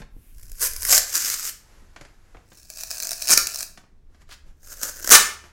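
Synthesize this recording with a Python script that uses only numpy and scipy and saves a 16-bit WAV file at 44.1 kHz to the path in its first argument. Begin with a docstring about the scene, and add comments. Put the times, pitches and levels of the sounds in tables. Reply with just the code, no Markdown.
"""A small room, with the microphone close to a spring-steel build plate that is flexed by hand three times.
Printed parts peel off its textured coating as tiny bonds break: sparse ticks thicken to crackle, then
to a rip. The second and third pulls end in a twang and the ring of the freed part. Between pulls the
hands knock and slide on the plate, over handling rumble, room air and a faint machine hum.
The loudest rips overload the microphone."""
import sys
import numpy as np
from scipy import signal
from scipy.fft import rfft, irfft
from scipy.io import wavfile
from scipy.ndimage import uniform_filter1d

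SR = 44100
rng = np.random.default_rng(int(sys.argv[2]) if len(sys.argv) > 2 else 0)


def master_out(mix):
    """Clip the mix to full scale and print it as 16-bit PCM to the path in sys.argv[1]."""
    frames = np.transpose(np.atleast_2d(mix))
    ceiling = np.clip(frames, -1, 1)
    pcm = np.round(ceiling * 32767).astype(np.int16)
    wavfile.write(sys.argv[1], SR, pcm)


N = 243431

# fingertips and nails landing on the plate: t/s, tap level/dB, thud level/dB (both relative)
KNOCKS = [(0.018, -35, -46), (1.962, -34.5, -48.5), (2.011, -36, -53.5), (2.05, -40, -54.5),
          (2.347, -40, -45), (2.369, -44, -54.5), (2.518, -42, -53), (3.775, -36.5, -54), (3.836, -49, -58),
          (4.146, -51.5, -65.5), (4.218, -50, -65.5), (4.291, -45, -70.5), (5.439, -41.5, -55)]
# a short low bump opens the sound, then a palm meets the plate softly in each later row: t/s, relative level/dB
LOW_BUMPS = [(.003, -42), (.165, -47), (1.82, -51), (4.1, -55.5), (4.46, -55.5), (4.51, -57.5)]
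# spectrum of the plate under a finger: f/Hz, level/dB
TOUCH_COLOUR = [(180, -32), (300, 0), (1150, -1), (1700, -1), (3440, -10), (5350, -8.5), (7300, -8.5),
                (8740, -15.5), (11700, -13), (15000, -32)]


def amp(db):
    """Decibels to gain."""
    return 10 ** (np.asarray(db) / 20)


def unit(x):
    """Scaled to rms 1."""
    return x / np.sqrt(np.mean(x ** 2) + 1e-20)


def along(points, hz):
    """Read (f/Hz, value) points on a log frequency axis."""
    f, values = np.transpose(points)
    return np.interp(np.log(hz + 1), np.log(f + 1), values)


def add(track, s, sound):
    """Mix a sound into the track at time s."""
    part = track[max(0, round(s * SR)):][:len(sound)]
    part += sound[:len(part)]


def coloured(x, spectrum, size=8192):
    """x through a minimum-phase filter of unit energy, shaped by (f/Hz, level/dB) points."""
    cepstrum = irfft(np.log(amp(along(spectrum, np.fft.rfftfreq(size, 1 / SR))) + 1e-6))
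    cepstrum[1:size // 2] *= 2
    cepstrum[size // 2 + 1:] = 0
    response = irfft(np.exp(rfft(cepstrum)))
    return signal.fftconvolve(x, response / np.linalg.norm(response))[:len(x)]


def noise(spectrum):
    """Coloured noise of rms 1."""
    return unit(coloured(rng.standard_normal(N), spectrum))


def swells(rows):
    """Gain of smooth swells: t/s, level/dB, half length/s."""
    t = np.arange(N) / SR
    return sum(amp(db) * np.exp(-((t - s) / half) ** 2) for s, db, half in rows)


def background(hold_db=-52.5, hum_hz=73, air_db=-60.5):
    """Rumble that swells at the very start and as the hands move; faint machine hum; room air."""
    # the arms shift their grip or recoil: t/s, level/dB, half length/s
    shifts = [(.46, -38, 0.14), (.85, -36, 0.19305), (2.37, -40, 0.03196), (3.42, -40.5, 0.069),
              (4.3, -46, 0.037), (5.15, -41, 0.11)]
    # spectra of the rumble and the air: f/Hz, level/dB
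    rumble_colour = [(8.8, -30), (15, 12), (47, -1.5), (95, -14), (156, -30.5), (200, -26), (260, -44),
                     (440, -120)]
    air_colour = [(60, 0), (150, -7), (350, -14), (700, -26), (1500, -29), (3000, -36), (6000, -38),
                  (15500, -50)]
    # the hum's drifting level: t/s, level/dB
    hum_levels = [(0, -68), (1.2, -61.5), (2.5, -71), (4.0, -63.5), (4.7, -57), (5.52, -55.5)]
    t = np.arange(N) / SR
    bump_swells = [(s, db + 8, 0.045) for s, db in LOW_BUMPS]
    rumble = np.hypot(amp(hold_db), swells(shifts + bump_swells)) * noise(rumble_colour)
    hum_rms = amp(np.interp(t, *np.transpose(hum_levels)))
    hum = hum_rms * np.sqrt(2) * np.sin(2 * np.pi * hum_hz * t)
    return rumble + hum + amp(air_db) * noise(air_colour)


def room(x, build_up_s=0.0017, count=28):
    """The small room's diffuse tail; its fine pattern changes as the plate moves."""
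    # reverberation time: f/Hz, t60/s
    decay_times = [(150, .4), (700, 0.45), (1800, 0.43), (5000, 0.37), (9000, 0.32), (15000, 0.28)]
    out = np.zeros(N)
    for piece in np.array_split(np.arange(N), count):
        hz, t, bands = signal.stft(rng.standard_normal(SR // 2), SR, nperseg=256)
        decay = amp(-60 * t / along(decay_times, hz)[:, None])
        tail = signal.istft(bands * decay, SR, nperseg=256)[1]
        tail *= 1 - np.exp(-np.arange(len(tail)) / SR / build_up_s)
        add(out, piece[0] / SR, signal.fftconvolve(x[piece], tail / np.linalg.norm(tail)))
    return out


def crack(front_t60, ring_t60, ring_db, size=2048):
    """A fracture or impact of unit energy: a sharp front, then bending waves scattering in the sheet."""
    t = np.arange(size) / SR
    envelope = amp(-60 * t / front_t60) + amp(ring_db - 60 * t / ring_t60)
    burst = rng.standard_normal(size) * envelope
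    return burst / np.linalg.norm(burst)


def at_a_spot(burst, spread_db):
    """Each spot of the sheet favours other frequencies; unit energy."""
    # where a spot boosts or cuts: f/Hz
    spot_hz = [600, 1200, 2000, 3200, 4800, 6500, 8500, 11000, 14500]
    spot_db = spread_db * rng.standard_normal(len(spot_hz))
    burst = coloured(burst, np.transpose([spot_hz, spot_db]), size=2048)
    return burst / np.linalg.norm(burst)


def fronts(rows, stop_s=.016):
    """Gain and event rate of fronts that swell, run and stop; 20 dB takes rise_s up and stop_s down."""
    t = np.arange(N) / SR
    power, weighted_rate = np.zeros(N), np.zeros(N)
    for start, end, start_db, end_db, rise_s, per_s in rows:
        run_db = np.interp(t, [start, end], [start_db, end_db])
        fade_db = 20 * (np.maximum(start - t, 0) / rise_s + np.maximum(t - end, 0) / stop_s)
        share = amp(run_db - np.minimum(fade_db, 200)) ** 2
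        power += share
        weighted_rate += share * per_s
    return np.sqrt(power), weighted_rate / power


def scatter(count):
    """Normal draws, limited to two standard deviations."""
    return np.clip(rng.standard_normal(count), -2, 2)


def jerks(per_s=110, depth_db=2.5):
    """A front advances in jerks: a random gain of rms 1 that bunches the crackle into clumps."""
    knots = scatter(N // 50)
    wander = np.interp(np.arange(N) * per_s / SR, np.arange(len(knots)), knots)
    return unit(amp(depth_db * wander))


def crackle(gain, rate, scatter_db, count=40):
    """Tiny bonds break at random along a moving front, each at one of several spots of the sheet."""
    moving = gain > amp(-95)
    breaking = rng.random(N) < moving * rate / SR
    breaks = breaking * rng.choice([-1, 1], N) * amp(scatter_db * scatter(N))
    # energy is supplied steadily, and nearby breaks share it
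    local_power = np.abs(uniform_filter1d(breaks ** 2, size=700))
    breaks *= gain * jerks() / np.sqrt(local_power + 0.00033)
    spots = np.array([at_a_spot(crack(front_t60=.005, ring_t60=.015, ring_db=-8), spread_db=3)
                      for _ in range(count)])
    when = np.flatnonzero(breaks)
    bursts = breaks[when, None] * spots[rng.integers(count, size=len(when))]
    positions = when[:, None] + np.arange(spots.shape[1])
    return np.bincount(positions.ravel(), bursts.ravel(), N)[:N]


def finger_taps():
    """Fingers tap the plate; a fleshy touch, with more thud, gives a duller tap than a nail."""
    taps = np.zeros(N)
    for s, db, thud_db in KNOCKS:
        cutoff_hz = np.clip(1200 * amp(db - thud_db), 500, 15000)
        impact = crack(front_t60=0.033, ring_t60=0.082, ring_db=-1, size=4096)
        tap = signal.lfilter(*signal.butter(2, cutoff_hz, fs=SR), impact)
        add(taps, s, amp(db + 19.5) * tap)
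    return coloured(taps, TOUCH_COLOUR)


def low_thuds():
    """A short low bump opens the sound; then fingers and palms land on the plate with soft thuds."""
    # spectrum of a thud: f/Hz, level/dB
    thud_colour = [(40, -38.5), (110, -1), (160, -2), (250, -7.5), (400, -11.5), (900, -31), (2500, -72)]
    thuds = np.zeros(N)
    for s, *_, db in [*KNOCKS, *LOW_BUMPS]:
        add(thuds, s, amp(db + 27.5) * crack(front_t60=0.022, ring_t60=.08, ring_db=-6, size=4096))
    return coloured(thuds, thud_colour)


def hand_friction():
    """Skin rubs on the steel, settles with a thin hiss and scrapes over the grainy coating."""
    # grip changes and the settling hand: t/s, level/dB, half length/s
    rubs = [(-0.01, -48, 0.02759), (1.731, -60, 0.12408), (2.03, -63.5, 0.19), (2.355, -65.5, 0.14),
            (4.16, -68.5, 0.054), (4.22, -60.5, 0.016), (4.487, -63.5, 0.037), (5.46, -55.5, 0.045)]
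    settling = [(.28, -61, 0.12)]
    # skin catching on the grain: start/s, end/s, start level/dB, end level/dB, rise/s, catches/(1/s)
    scrapes = [(4.318, 4.342, -43.5, -43, 0.03, 900)]
    # spectra of the hiss and the scrape: f/Hz, level/dB
    settle_colour = [(1000, -12), (2500, -4.5), (4500, -13), (8000, -8), (12000, 0), (15500, -9)]
    scrape_colour = [(200, -18), (800, -12), (1400, -5), (2600, -4), (4000, -3), (5500, -4), (9000, -14),
                     (15000, -23)]
    rub = swells(rubs) * noise(TOUCH_COLOUR)
    hiss = swells(settling) * noise(settle_colour)
    catches = crackle(*fronts(scrapes), scatter_db=0, count=24)
    return rub + hiss + coloured(catches, scrape_colour)


def spring_back():
    """The sheet springs back: fast high bending waves arrive first as a falling twang, then modes ring."""
    # a part springs free: t/s, ring level/dB, ring centre/Hz,
    # then the twang's level/dB, start/Hz, end/Hz, length/s
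    releases = [(3.326, -24.5, 1800, -10.5, 6960, 4714, .012), (3.376, -16.5, 1402, -9, 7700, 3610, .007),
                (5.13, -38, 1770, -20, 6872, 4690, .008), (5.149, -4.5, 1880, -2.5, 7700, 3882, .015)]
    # modes of the freed part and the sheet, damped by the hands: f/Hz, level/dB, t60/s
    modes = [(1214, -9.5, 0.15), (1381.4, -2.5, 0.11), (1530, -9, .08), (1620, -16.5, 0.27),
             (1785, -4, 0.099), (2120, 7, 0.023), (2378, 6, 0.031), (2974, -3.5, 0.13)]
    out, t = np.zeros(N), np.arange(SR // 2) / SR
    attack = 1 - np.exp(-t / 0.0013)
    for s, ring_db, centre_hz, twang_db, start_hz, end_hz, length in releases:
        for hz, db, t60 in modes:
            # where the part lets go decides which modes are struck hardest
            strike_db = ring_db + db - 16 * abs(np.log2(hz / centre_hz))
            tone = np.sin(2 * np.pi * (hz * t + rng.random()))
            add(out, s, amp(strike_db - 60 * t / t60) * attack * tone)
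        progress = np.clip(t / length, 0, 1)
        pitch = start_hz * (end_hz / start_hz) ** progress
        twang = np.sin(np.pi * progress) * np.sin(2 * np.pi * np.cumsum(pitch) / SR)
        add(out, s - length / 2, amp(twang_db) * twang)
    return out


def ticks(creep, per_s=55, boost_db=18, scatter_db=2.5):
    """(t/s, level/dB) of small patches letting go at random in a pull, harder as the sheet bends."""
    when = np.flatnonzero((rng.random(N) < per_s / SR) & (creep > amp(-70)))
    offset_db = boost_db + scatter_db * scatter(N)
    return [(i / SR, 20 * np.log10(creep[i]) + offset_db[i]) for i in when]


def slips(count=6):
    """(t/s, level/dB) of the slips before a rip: the front gives way ever faster and harder."""
    # runs of slips: start/s, first gap/s, ratio of successive gaps, first level/dB, last level/dB
    run_ups = [(3.2725, .0076, .92, -12.5, -1), (5.0445, .0302, .58, -13, 2.5)]
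    climb = np.linspace(0, 1, count) ** 0.63  # the level climbs early
    rows = []
    for s, gap, shrink, first_db, last_db in run_ups:
        gaps = gap * shrink ** np.arange(count)
        levels = first_db + (last_db - first_db) * climb
        rows += zip(s + np.cumsum(gaps) - gaps, levels)
    return rows


def snap(tear_s=0.0022, shiver_t60=.022, size=2048):
    """A patch tears through in about two milliseconds, then the sheet shivers; unit energy."""
    t = np.arange(size) / SR
    tear = np.exp(-(t / tear_s) ** 2)
    shiver = amp(-10 - 60 * t / shiver_t60)
    attack = 1 - np.exp(-t / 0.00056)
    return at_a_spot(rng.standard_normal(size) * (tear + shiver) * attack, spread_db=1)


def peeling(creep_rise_s=.07, creep_per_s=450):
    """Parts creep, tear and snap off the coating; the colour changes with the grip and the loose area."""
    # the sheet bends and the front creeps ever louder: start/s, end/s, start level/dB, end level/dB
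    pulls = [(0.383, 1.14, -58, -39), (2.5, 3.28, -60.5, -39), (4.64, 5.1, -61, -38)]
    # the front breaks loose: start/s, end/s, start level/dB, end level/dB, rise/s, fractures/(1/s)
    tears = [(.621, .674, -22.5, -26, 0.0346, 1300), (.85, .925, -31.5, -18, 0.1464, 740),
             (.934, .982, -11.5, -15.5, 0.0539, 1900), (1.158, 1.178, -22.5, -23.5, 0.0426, 2310),
             (1.245, 1.345, -25, -27, 0.2169, 2000), (1.39, 1.496, -31.5, -29.5, 0.17, 1560),
             (2.79, 2.83, -39, -42.5, 0.11, 403), (2.93, 2.99, -37, -37, 0.0753, 410),
             (3.032, 3.055, -29, -32, 0.0231, 348), (3.2, 3.26, -39, -35, 0.004, 400),
             (3.315, 3.335, -12, -9, 0.0269, 1500), (3.49, 3.634, -38, -32.5, 0.01, 354),
             (4.716, 4.74, -38, -43, 0.0752, 895), (4.84, 4.895, -31, -34, 0.0681, 1550),
             (5.12, 5.157, -3.5, -5, 0.012, 4490)]
    # large patches letting go at once: t/s, relative level/dB
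    snaps = [(.4311, -31.5), (.517, -26.5), (.6165, -13), (.6288, -13), (.7125, -21), (.7345, -20),
             (.7635, -15.5), (.8218, -14.5), (.8305, -14.5), (.8505, -7), (.916, -4.5), (.9303, -2.5),
             (.9489, -3), (.9779, 2), (1.1535, -6), (1.166, -7.5), (1.2478, -10), (1.3, -9), (1.34, -10),
             (1.4941, -16.5), (2.701, -19.5), (2.772, -22), (2.8081, -19), (2.8342, -12.5), (2.9062, -14),
             (2.912, -13), (3.001, -13), (3.0245, -11), (3.07, -11.5), (3.0913, -13), (3.108, -11),
             (3.116, -11), (3.131, -13), (3.2215, -9.5), (3.3751, 7.5), (3.4701, -7), (3.5445, -15),
             (3.558, -13.5), (3.6062, -12.5), (3.628, -12.5), (4.8145, -22.5), (4.8317, -7.5)]
    # bounds of the stages between changes of grip or loose area: t/s
    stages = [0, .89, 1.1, 2, 3.3, 3.45, 4, 5.115, 6]
    # what plate and part radiate in each stage: f/Hz, level/dB
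    first_pull = [(88, -60.5), (150, -26.5), (420, -17), (462, -7), (509, -17.5), (643, -14), (877, -25),
                  (1040, -11), (1240, -17.5), (1510, -6), (3550, -17), (5130, -2.5), (9360, -5),
                  (11400, -0.5), (15500, -9.5)]
    first_rip = [(88, -49.5), (150, -23.5), (350, -20.5), (480, -9.5), (700, -8), (930, -18.5),
                 (1550, -7.5), (2400, -9), (3400, -12.5), (4900, -0.5), (7400, 2.5), (9400, -7), (12000, 0),
                 (15500, -11.5)]
    lifted = [(88, -66), (150, -23.5), (339, -15), (373, -19.5), (462, -15.5), (877, -20), (1270, -9),
              (1480, -7), (1870, -5.5), (3350, -11), (5870, 1.5), (7410, 1), (9730, -7.5), (13300, -2.5),
              (15500, -11.5)]
    second_pull = [(88, -52), (150, -25), (519, -18.5), (660, -5.5), (877, -20), (1300, -14), (1680, -8.5),
                   (2100, -20.5), (2380, -8), (2620, -7.5), (2900, -18), (3410, -19), (3980, -7), (5440, 0),
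                   (9180, -6.5), (13000, -10), (15500, -9)]
    second_rip = [(88, -45), (150, -14.5), (359, -12), (540, -12), (631, -12), (751, -20.5), (1200, -11),
                  (1370, -3), (1800, -7), (2020, -14.5), (2360, -3.5), (3410, -19.5), (3980, -4.5),
                  (6600, 1.5), (15500, -10.5)]
    third_pull = [(88, -53.5), (150, -19.5), (280, -9.5), (420, -9), (600, -2), (850, -14), (1150, -11),
                  (1550, 0.5), (2200, -13), (3500, -14.5), (5100, -4), (6400, 0.5), (9700, -8.5),
                  (13000, -4.5), (15500, -10)]
    third_rip = [(88, -38), (150, -23.5), (332, -17.5), (520, -12.5), (800, -17.5), (1090, -13), (1170, -8),
                 (1510, -8.5), (1760, -4), (1980, -12.5), (2410, -9.5), (2810, -12.5), (3980, -8.5),
                 (4480, -14), (5990, -3.5), (9700, -9), (13000, -10.5), (15500, -14)]
    colours = [first_pull, first_rip, lifted, second_pull, second_rip, second_pull, third_pull, third_rip]
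    creep, creep_rate = fronts([(*pull, creep_rise_s, creep_per_s) for pull in pulls])
    force = crackle(creep, creep_rate, scatter_db=3)
    force += crackle(*fronts(tears), scatter_db=2)
    for s, db in [*snaps, *slips(), *ticks(creep)]:
        add(force, s, amp(db + 10) * snap())
    t = np.arange(N) / SR
    return sum(coloured(force * (t >= start) * (t < end), colour)
               for start, end, colour in zip(stages, stages[1:], colours))


def scene():
    """Plate and hands close to one microphone, with the room behind them."""
    plate = amp(0.5) * (peeling() + spring_back())
    direct = plate + finger_taps() + low_thuds() + hand_friction()
    return (direct + room(amp(-6.5) * direct) + background())[None]


def record(dry, ceiling=.95, top_hz=16000):
    """The close microphone overloads softly on the loudest rips; the top of the band is cut off."""
    squashed = dry / (1 + np.abs(dry / ceiling) ** 4) ** (1 / 4)
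    lowpass = signal.firwin(301, top_hz, fs=SR)
    return signal.fftconvolve(squashed, lowpass[None], mode="same")


dry = scene()
out = record(dry)
master_out(out)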